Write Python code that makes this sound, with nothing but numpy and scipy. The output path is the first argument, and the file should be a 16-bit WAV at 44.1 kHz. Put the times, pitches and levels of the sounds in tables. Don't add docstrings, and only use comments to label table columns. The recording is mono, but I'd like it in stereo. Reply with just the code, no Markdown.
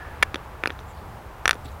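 import sys
import numpy as np
from scipy.fft import rfft, irfft, next_fast_len
from scipy.io import wavfile
from scipy.ndimage import map_coordinates

SR = 44100
rng = np.random.default_rng(int(sys.argv[2]) if len(sys.argv) > 2 else 0)


def store_wav(level_fs):
    pcm = np.round(np.clip(np.atleast_2d(level_fs), -1, 1) * 32767)
    wavfile.write(sys.argv[1], SR, pcm.T.astype(np.int16))


N = 79380
SIZE = 8192
TIME = np.arange(N) / SR


def amp(db):
    return 10 ** (np.asarray(db) / 20)


def unit(x):
    return x / np.sqrt(np.mean(x ** 2) + 1e-20)


def gain_at(curve, hz):
    freqs, db = np.transpose(curve)
    return amp(np.interp(np.log(hz + 1), np.log(freqs), db))


def above(hz, corner_hz):
    return hz ** 4 / (hz ** 4 + corner_hz ** 4)


def resonance(hz, centre_hz, width_hz):
    return hz * width_hz / np.hypot(centre_hz ** 2 - hz ** 2, hz * width_hz)


def filtered(x, response):
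    size = next_fast_len(N + SIZE)
    return irfft(rfft(x, size) * response(np.fft.rfftfreq(size, 1 / SR)), size)[..., :N]


def noise(colour):
    return unit(filtered(rng.standard_normal(N), lambda hz: gain_at(colour, hz)))


def narrow_noise(centre_hz, width_hz):
    return unit(filtered(rng.standard_normal(N), lambda hz: resonance(hz, centre_hz, width_hz) ** 2))


def wobble(knots_per_s):
    return map_coordinates(rng.standard_normal(SIZE), [TIME * knots_per_s], mode="mirror")


def causal(gain):
    cepstrum = irfft(np.log(np.maximum(gain, 1e-5)))
    cepstrum[1:SIZE // 2] *= 2
    cepstrum[SIZE // 2 + 1:] = 0
    return np.exp(rfft(cepstrum))


def burst(t60_s, rise_s=0.0015):
    t = TIME[:SIZE]
    onset = 1 - np.exp(-(t / rise_s) ** 2)
    tail = rng.standard_normal(SIZE) * np.exp(-np.log(1000) * t / t60_s) * onset
    return rfft(tail / np.linalg.norm(tail))


def add(track, start_s, sound):
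    part = track[round(start_s * SR):][:len(sound)]
    part += sound[:len(part)]


# (frequency [Hz], level [dB])
RUMBLE_SPECTRUM = [(15, -22), (28, -11), (40, -4.5), (55, -2.5), (72, 1), (100, -5.5), (130, -10.5),
                   (175, -16), (230, -21), (400, -47.5)]
# (time [s], level [dB])
RUMBLE_LEVELS = [(0, -0.5), (.17, 1), (.28, -1), (.6, -1), (.95, -0.5), (1.14, 2), (1.27, -1.5), (1.55, 0),
                 (1.68, 3), (1.8, -0.5)]
# (frequency [Hz], level [dB])
RUSTLE_SPECTRUM = [(120, -38), (190, -7.5), (250, -8.5), (370, -3), (550, -3), (850, 0), (1150, -2),
                   (1900, -13), (3500, -23), (6000, -34.5), (16000, -56)]
# (time [s], level [dB])
GUST_LEVELS = [(0, -44.5), (.2, -47), (.45, -51), (.8, -56), (1.8, -69)]
# (frequency [Hz], level [dB])
GUST_SPECTRUM = [(300, 7), (1000, 2), (1600, 5.5), (2800, -6), (5000, -19), (12000, -42)]

def wind():
    rumble = amp(-41 + np.interp(TIME, *np.transpose(RUMBLE_LEVELS))) * noise(RUMBLE_SPECTRUM)
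    rustle = amp(-43.5 + 0.32 * wobble(knots_per_s=7.3)) * noise(RUSTLE_SPECTRUM)
    gust = amp(np.interp(TIME, *np.transpose(GUST_LEVELS))) * noise(GUST_SPECTRUM)
    return rumble + rustle + gust


# (frequency [Hz], level [dB])
HISS_SPECTRUM = [(2000, -4), (5000, 0), (8000, -1), (16000, -0.5)]

def ambience(fade_db_per_s=99.5):
    breeze = wind()
    tone = amp(-41.5 - fade_db_per_s * TIME) * narrow_noise(centre_hz=1715, width_hz=120)
    return breeze + tone + amp(-63) * noise(HISS_SPECTRUM)


# (delay [s], level [dB])
REFLECTIONS = [(.0021, -30), (.0039, -18.5)]

def paths_to_microphone(hz):
    near = sum(amp(db) * np.exp(-2j * np.pi * hz * delay_s) for delay_s, db in REFLECTIONS)
    return 1 + near + amp(-16) * burst(t60_s=0.019) + amp(-41) * burst(t60_s=0.18)


# (frequency [Hz], width [Hz], level [dB])
GRIPPED_MODES = [(720, 690, -12.5), (1398, 406, -1.5), (1776, 380, -2), (2380, 410, -6.5), (2740, 270, -10),
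                 (3480, 380, -6.5), (4280, 260, -15.5), (4960, 210, -15), (5790, 340, -13),
                 (6950, 620, -21.5), (8180, 270, -28.5), (9950, 1080, -23), (11800, 1100, -30.5),
                 (14300, 950, -38)]
FLANK_STEEPNESS, LIFT_OCTAVES, SMEAR_HZ = 1.406, 0.25, 3050

def click(db, treble_db, top_db, lift_hz, lift_db, thud_db):
    hz = np.fft.rfftfreq(SIZE, 1 / SR) + 1
    modes = [amp(level) * resonance(hz, centre, width) ** FLANK_STEEPNESS
             for centre, width, level in GRIPPED_MODES]
    body = np.linalg.norm(modes, axis=0)
    thud = amp(thud_db) * resonance(hz, centre_hz=370, width_hz=360) ** 2
    shelves_db = treble_db * above(hz, corner_hz=3640) + top_db * above(hz, corner_hz=8100)
    peak_db = lift_db * np.exp(-(np.log2(hz / lift_hz) / LIFT_OCTAVES) ** 2)
    ring = causal(np.hypot(body, thud) * amp(shelves_db + peak_db))
    grit_share = 0.56 * above(hz, corner_hz=4250) ** 2
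    crunch = causal(np.sqrt(grit_share)) * burst(t60_s=0.0072, rise_s=0.000086)
    force = causal(np.sqrt(1 - grit_share)) + crunch
    onset_smear = (1j * hz - SMEAR_HZ) / (1j * hz + SMEAR_HZ)
    return amp(25 + db) * irfft(force * onset_smear * ring * paths_to_microphone(hz))[:SIZE // 2]


# (time [s], relative level [dB])
CRACK_STEPS = [(0.2262, -5.5), (0.2271, -2), (0.2275, -10.5), (0.2283, -7.5), (0.2293, -1.5), (0.2311, -2)]

def flake_snap():
    track = np.zeros(N)
    for start_s, db in CRACK_STEPS:
        step = click(db, treble_db=-6, top_db=6, lift_hz=2120, lift_db=4.5, thud_db=-11.5)
        add(track, start_s, step)
    return track


# (time [s], relative level [dB], treble [dB], top treble [dB],
# lifted pitch [Hz], lift [dB], pad thud [dB])
EDGE_CLICKS = [ (0.3434, -23.5, -41, -19, 2630, 22, 11.5), (0.3445, -14.5, -1, -4, 3870, 8, 4),
               (0.3576, -19, 2.5, -9, 3380, 9.5, 5), (.6371, -8.5, -15.5, 7, 2420, 8.5, -2),
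               (0.6582, -5, -16.5, 3, 1600, 3, -8.5), (0.6738, -17, -2.5, 11.5, 2520, 14.5, 1.5),
               (.6740, -16, -1, -2.5, 4430, 13.5, -1), (0.697, -22.5, -18, -3, 1500, -3, 1),
               (0.7042, -15.5, -10, -12, 3420, 5.5, -2.5), (.7225, -37, -10, -7, 3500, 5, -5),
               (0.7911, -32, 3.5, -10, 3950, 9, 1), (1.4566, 0.5, -8.5, -3, 5400, 8, -17.5),
               (1.4788, -1.5, 5, -7.5, 7950, 8, -17), (1.4934, -0.5, -8, 1, 10700, 10.5, -19),
               (1.51, -3, 10.5, -11, 3880, -0.5, -35), (1.5309, -20, 0.5, -2, 1380, 6.5, -1),
               (1.5379, -37, 6, 0, 5000, 2, 1), (1.5438, -40, 10, 5, 11000, 5, -10),
               (1.5543, -33, -1, 0, 517, 5.5, 13.5), ]

def edge_clicks():
    track = np.zeros(N)
    for start_s, *settings in EDGE_CLICKS:
        add(track, start_s, click(*settings))
    return track


# (centre time [s], half-length [s], level [dB], squeak pitch [Hz], pad bump [dB])
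TIP_RUBS = [(0.604, 0.0037, -62, 6400, -20), (0.724, 0.0073, -63, 5840, -20),
            (0.802, 0.011, -63.5, 5770, -20), (.90, .03, -62.5, 7250, -20),
            (0.978, 0.046, -63.5, 4450, -16), (1.651, 0.0079, -54.5, 7900, -12),
            (1.66, 0.0092, -49.5, 4000, 3), (1.688, 0.011, -56.5, 3930, -10),
            (1.721, 0.0077, -60.5, 6940, -17)]
# (frequency [Hz], level [dB])
FRICTION_SPECTRUM = [(1500, -8), (3500, 3), (6000, -16), (10500, -12), (16000, -21)]

def tip_rubs():
    friction = amp(-1) * noise(FRICTION_SPECTRUM)
    bump = narrow_noise(centre_hz=267, width_hz=220)
    grain = unit(amp(5 * np.tanh(wobble(knots_per_s=500))))
    track = np.zeros(N)
    for centre_s, half_s, db, squeak_hz, bump_db in TIP_RUBS:
        swell = amp(db) * np.exp(-((TIME - centre_s) / half_s) ** 2)
        squeak = narrow_noise(squeak_hz, width_hz=980)
        track += swell * (grain * (friction + squeak) + amp(bump_db) * bump)
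    return track


# (frequency [Hz], side relative to mid [dB])
AMBIENCE_WIDTH = [(30, -22), (80, -35.5), (160, -29.5), (400, -31), (1000, -41), (3000, -32), (6000, -8.5),
                  (14000, -7)]

def scene():
    work = flake_snap() + edge_clicks() + tip_rubs()
    mid = work + ambience()
    side = amp(-46) * work + filtered(ambience(), lambda hz: gain_at(AMBIENCE_WIDTH, hz))
    return np.array([mid + side, mid - side])


OVERLOAD_AT, RECOVER_HZ, BAND_LIMIT_HZ = 0.44, 13, 15900

def record(dry):
    excess = np.maximum(np.abs(dry) - OVERLOAD_AT, 0)
    swing = amp(6.5) * filtered(excess, lambda hz: 1j * hz * RECOVER_HZ / (RECOVER_HZ + 1j * hz) ** 2)
    rounded = dry / (1 + dry ** 6) ** (1 / 6)
    return filtered(rounded + swing, lambda hz: 1 / np.sqrt(1 + (hz / BAND_LIMIT_HZ) ** 160))


dry = scene()
out = record(dry)
store_wav(out)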